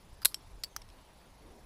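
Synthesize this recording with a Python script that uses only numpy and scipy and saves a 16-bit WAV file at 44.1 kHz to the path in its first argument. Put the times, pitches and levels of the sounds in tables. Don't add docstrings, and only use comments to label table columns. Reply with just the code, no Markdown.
import sys
import numpy as np
from scipy import signal
from scipy.fft import rfft, irfft
from scipy.io import wavfile
from scipy.ndimage import uniform_filter1d

SR = 44100
rng = np.random.default_rng(int(sys.argv[2]) if len(sys.argv) > 2 else 0)


def ratio_of_db(decibels):
    return 10 ** (np.asarray(decibels, float) / 20)


def dump(signal):
    limited = np.clip(np.atleast_2d(signal).T, -1, 1)
    pcm = np.round(limited * 32767).astype(np.int16)
    wavfile.write(sys.argv[1], SR, pcm)


N = 72765

# t/s, level/dB, chatter/s
SNAP_HITS = [
    (.2485, -11, .0010),
    (.2496, -6, .0009),
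    (.2548, 0, .0011),
    (.2567, -4, .0009),
    (.2590, -16, .002),
    (.2640, -23, .003),
]
# f/Hz, level/dB (per Hz)
SNAP_SPECTRUM = [(400, -37), (1200, -9), (3000, -8.5), (4150, 2), (6200, -11), (8400, -5), (11300, 1.5),
                 (15000, -10)]
# f/Hz, level/dB, T60/s
SNAP_RING = [(620, -17, .02), (1150, -14, .02), (2837, -13, .018), (3400, -8, .018), (4120, -1, .012),
             (4262, -3, .014), (4840, -7, .02), (8390, -4, .012), (8021, -26, .07), (10620, -1, .012),
             (10780, -1, .014), (11260, -2, .014), (11640, -2, .016), (12750, -6, .016)]


def gate_snap(tail):
    return struck_metal(SNAP_HITS, SNAP_SPECTRUM, SNAP_RING, tail, ring_db=-9, crack_t60=.005, echo_db=-19)


# t/s, level/dB, chatter/s
SCRAPE_HITS = [
    (.2184, -33, .003),
    (.2240, -38, .002),
    (.2287, -37, .001),
    (.2310, -36, .003),
    (.3140, -44, .002),
    (.3200, -39, .003),
]
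# f/Hz, level/dB (per Hz)
SCRAPE_SPECTRUM = [(500, -7), (1300, 12), (2500, -3), (4800, 3), (7000, -8), (10000, -1), (14500, -1),
                   (15800, -14)]
# f/Hz, level/dB, T60/s
SCRAPE_RING = [(1200, -8, .012), (4850, 0, .022)]


def gate_scrape(tail):
    return struck_metal(SCRAPE_HITS, SCRAPE_SPECTRUM, SCRAPE_RING, tail, ring_db=-6, crack_t60=.006, echo_db=-14)


# t/s, level/dB, chatter/s
KNOCK_HITS = [
    (.3438, -17.5, 0.00066),
]
# f/Hz, level/dB (per Hz)
KNOCK_SPECTRUM = [(900, -30), (1600, -29), (2900, -12), (4700, 6.5), (6600, -8), (8500, -1), (11500, -6),
                  (15300, -14)]
# f/Hz, level/dB, T60/s
KNOCK_RING = [(2850, -10, .016), (3170, -3, .024), (4500, -5, .013), (5490, 0, .026), (5460, -13, .085),
              (7520, -13, .035), (8032, -14, .07), (9098, -6, .018), (11340, -23, .08), (15000, -14, .018)]


def frame_knock(tail):
    return struck_metal(KNOCK_HITS, KNOCK_SPECTRUM, KNOCK_RING, tail, ring_db=0, crack_t60=.009, echo_db=-19)


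# t/s, level/dB, chatter/s
CLINK_HITS = [
    (.6362, -19, .0008),
    (.6377, -20, .0009),
    (.6446, -26, .0012),
]
# f/Hz, level/dB (per Hz)
CLINK_SPECTRUM = [(1000, -35.5), (2300, -6.5), (3600, -15), (4400, 5.5), (6600, -15.5), (7800, -9.5),
                  (10000, -11.5), (15000, -10.5)]
# f/Hz, level/dB, T60/s
CLINK_RING = [(2982, -13, .03), (3300, -14, .025), (4597, -9, .065), (4480, -5, .016), (5130, 0, .02),
              (5566, -11, .035), (7515, -9, .03), (8043, -13, .068), (11140, -27, .05), (12970, -24, .03)]


def frames_clink(tail):
    return struck_metal(CLINK_HITS, CLINK_SPECTRUM, CLINK_RING, tail, ring_db=0, crack_t60=.008, echo_db=-19)


# t/s, level/dB, chatter/s
THUD_HITS = [
    (.7634, -18, 0.001),
    (.7660, -28.5, 0.00068),
    (.7678, -30.5, 0.00066),
]
# f/Hz, level/dB (per Hz)
THUD_SPECTRUM = [(550, -27.5), (850, -5.5), (1300, 1), (2100, -5), (3500, -12.5), (5700, 4.5),
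                 (7100, -10.5), (15000, -7)]
# f/Hz, level/dB, T60/s
THUD_RING = [(1324, -1, .019), (3203, -14, .03), (5486, -11, .025), (6050, 0, .01)]


def knot_thud(tail):
    return struck_metal(THUD_HITS, THUD_SPECTRUM, THUD_RING, tail, ring_db=-5, crack_t60=.009, echo_db=-19)


# t/s, level/dB, chatter/s
TAP_HITS = [
    (.8179, -35.5, 0.0026),
    (.8887, -41.5, 0.0009),
    (.9010, -45, 0.0016),
]
# f/Hz, level/dB (per Hz)
TAP_SPECTRUM = [(1500, -21), (2800, -2.5), (4300, -8), (5400, -1), (6800, -20), (11000, -18),
                (15000, -39.5)]
# f/Hz, level/dB, T60/s
TAP_RING = [(3250, 0, .025), (2750, -6, .02), (5450, -1, .022), (8040, -14, .07)]


def soft_taps(tail):
    return struck_metal(TAP_HITS, TAP_SPECTRUM, TAP_RING, tail, ring_db=-4, crack_t60=.01, echo_db=-20)


def struck_metal(hits, crack, modes, tail, ring_db, crack_t60, echo_db):
    ticks_per_s, tick_spread_db = 20000, 1.5
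    chatter, blows = np.zeros(N), np.zeros(N)
    t = np.arange(2048) / SR
    draws = rng.random((8, 3, 2048))
    dense_modes = rng.standard_normal((8, 2048)) * ratio_of_db(-60 * t / crack_t60)
    for (s, db, length), (hit, sign, size), body in zip(hits, draws, dense_modes):
        ticks = (hit < ticks_per_s / SR) * np.sign(sign - .5)
        ticks = ticks * ratio_of_db(-tick_spread_db * np.log(size + 1e-2))
        ticks = np.where(t == 0, 1, ticks)
        ticks = ticks * np.exp(-(t / max(length, 1e-4)) ** 2)
        at = round(s * SR)
        burst = whitened(signal.fftconvolve(ticks, body)[:2048])
        chatter[at:at + 1800] += ratio_of_db(db) * 2 * burst[:1800]
        blows[at] += ratio_of_db(db) * 2
    t = np.arange(6000) / SR
    ring = sum(ratio_of_db(db - 60 * t / t60) * np.sin(2 * np.pi * hz * t) for hz, db, t60 in modes)
    ring = ratio_of_db(ring_db) * signal.oaconvolve(blows, ring / np.linalg.norm(ring))[:N]
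    scatter = ratio_of_db(echo_db) * signal.oaconvolve(blows, tail)[:N]
    near = ring + signal.oaconvolve(chatter + scatter, causal(crack))[:N]
    return signal.sosfilt(signal.butter(4, 400, "high", fs=SR, output="sos"), near)


def whitened(x):
    z = rfft(x)
    power = uniform_filter1d(abs(z) ** 2, size=len(z) // 24)
    x = irfft(z / np.sqrt(power + 1e-12), len(x))
    return x / np.linalg.norm(x)


def causal(colour):
    log_gain = np.log(ratio_of_db(read(colour, abs(np.fft.fftfreq(2048, 1 / SR)))))
    taps = np.fft.ifft(np.exp(np.conj(signal.hilbert(log_gain)))).real[:512]
    return taps / np.linalg.norm(taps)


# f/Hz, T60/s
SCATTER_DECAY = [(500, .06), (2000, 0.058), (5000, 0.14), (10000, .15), (15000, 0.12)]


def echo():
    hz, t, z = signal.stft(rng.standard_normal(SR // 4), SR, nperseg=128)
    f, t60 = np.transpose(SCATTER_DECAY)
    band_t60 = np.clip(np.interp(hz, f, t60), .01, 1)[:, None]
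    tail = signal.istft(z * ratio_of_db(-60 * t / band_t60), SR, nperseg=128)[1]
    tail = tail * np.minimum(np.arange(len(tail)) / (.002 * SR), 1)
    return tail / np.linalg.norm(tail)


# t/s, length/s, f/Hz, bandwidth/Hz, level/dB
ROPE_ZIP = (.125, .03, 9000, 900, -71)


def rope_zip():
    s, length, hz, width_hz, db = ROPE_ZIP
    band = signal.butter(2, [hz - width_hz / 2, hz + width_hz / 2], "band", fs=SR, output="sos")
    u = np.clip((np.arange(N) / SR - s) / length, 0, 1)
    return ratio_of_db(db) * np.sin(np.pi * u) * evened(signal.sosfilt(band, rng.standard_normal(N)))


# t/s, level/dB
RUSTLE_LEVEL = [(0, -76), (.15, -73.5), (.4, -89), (.55, -71.5), (0.948, -72), (1.2, -77.5), (1.36, -70.5),
                (1.45, -60.5), (1.65, -65.5)]
# f/Hz, level/dB (per Hz)
RUSTLE_SPECTRUM = [(150, -18), (330, 7), (700, -0.5), (1100, -22), (1600, -60)]


def rope_rustle():
    s, db = np.transpose(RUSTLE_LEVEL)
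    level = ratio_of_db(np.interp(np.arange(N) / SR, s, db))
    return level * hiss(RUSTLE_SPECTRUM, patchy_db=1.5, swell_db=1.0, size=512)


# t/s, length/s, f/Hz, glide/Hz, level/dB
TONES = [
    (.585, .055, 6700, 120, -72),
    (.59, .045, 13450, 200, -77),
    (.695, .068, 6320, 70, -71),
    (.722, .022, 3180, 20, -71),
    (.4085, .005, 5450, 1, -59),
    (.2305, .007, 4850, -50, -46),
    (.8178, .003, 9100, 1, -56),
]


def bird_and_pings():
    t, out = np.arange(N) / SR, np.zeros(N)
    for start, length, hz, glide_hz, db in TONES:
        u = np.clip((t - start) / length, 0, 1)
        envelope = np.sin(np.pi * u ** .7) ** .5 * (u < 1)
        phase = 2 * np.pi * np.cumsum(hz + glide_hz * u) / SR
        out += ratio_of_db(db) * envelope * np.sin(phase)
    return out


# f/Hz, level/dB (per Hz)
GARDEN_SPECTRUM = [(150, -2), (430, -10), (1000, -7.5), (1300, -15), (2500, -18), (4600, -19.5),
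                   (7000, -25.5), (14600, -31)]


def garden_hiss():
    return ratio_of_db(-61.5) * hiss(GARDEN_SPECTRUM, patchy_db=1.8, swell_db=-0.43)


# f/Hz, level/dB (per Hz)
WIND_SPECTRUM = [(15, -0.5), (28, 1.5), (50, 2.5), (70, -6.5), (110, -8.5), (200, -23.5)]


def wind_rumble():
    return ratio_of_db(-57) * hiss(WIND_SPECTRUM, patchy_db=1.0, swell_db=2.76, size=4096)


def camera_whine():
    whine_hz, whine_db = 10275, -74.5
    start_s, pictures_per_s, on_fraction = .0038, 23.976, .5
    t = np.arange(N) / SR
    on = ((t - start_s) * pictures_per_s) % 1 < on_fraction
    gate = uniform_filter1d(on * 1., size=30)
    return ratio_of_db(whine_db) * np.sqrt(2) * gate * np.sin(2 * np.pi * whine_hz * t)


def hiss(colour, patchy_db, swell_db, size=1024):
    hop = size // 4
    frames, hz = N // hop + 5, np.fft.rfftfreq(size, 1 / SR)
    a, b, patches = rng.standard_normal((frames, len(hz), 3)).T
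    swell = evened(uniform_filter1d(patches[0], size=6))
    patches = uniform_filter1d(patches, size=10, axis=0)
    patches = evened(uniform_filter1d(patches, size=10, axis=1))
    level_db = read(colour, hz)[:, None] + patchy_db * patches + swell_db * swell
    z = (a + 1j * b) * ratio_of_db(level_db)
    z[hz > colour[-1][0] * 1.04] = 0
    return evened(signal.istft(z, nperseg=size, noverlap=size - hop)[1][:N])


def read(points, hz):
    f, value = np.transpose(points)
    return np.interp(np.log(hz + 1), np.log(f + 1), value, left=value[0] - 12)


def evened(x):
    return x / np.sqrt(np.mean(x ** 2) + 1e-20)


def scene():
    tail = echo()
    mix = gate_snap(tail) + gate_scrape(tail)
    mix += frame_knock(tail) + frames_clink(tail)
    mix += knot_thud(tail) + soft_taps(tail)
    mix += rope_zip() + rope_rustle() + bird_and_pings()
    mix += garden_hiss() + wind_rumble() + camera_whine()
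    return mix[None]


def roll_off(x):
    return signal.sosfilt(signal.butter(12, 16590, fs=SR, output="sos"), x)


def record(dry):
    ceiling, edge_hz = .75, 15500
    x = ceiling * np.tanh(dry / ceiling)
    x = signal.oaconvolve(x, signal.firwin(61, edge_hz, fs=SR)[None], "same")
    return roll_off(x)


dry = scene()
out = record(dry)
dump(out)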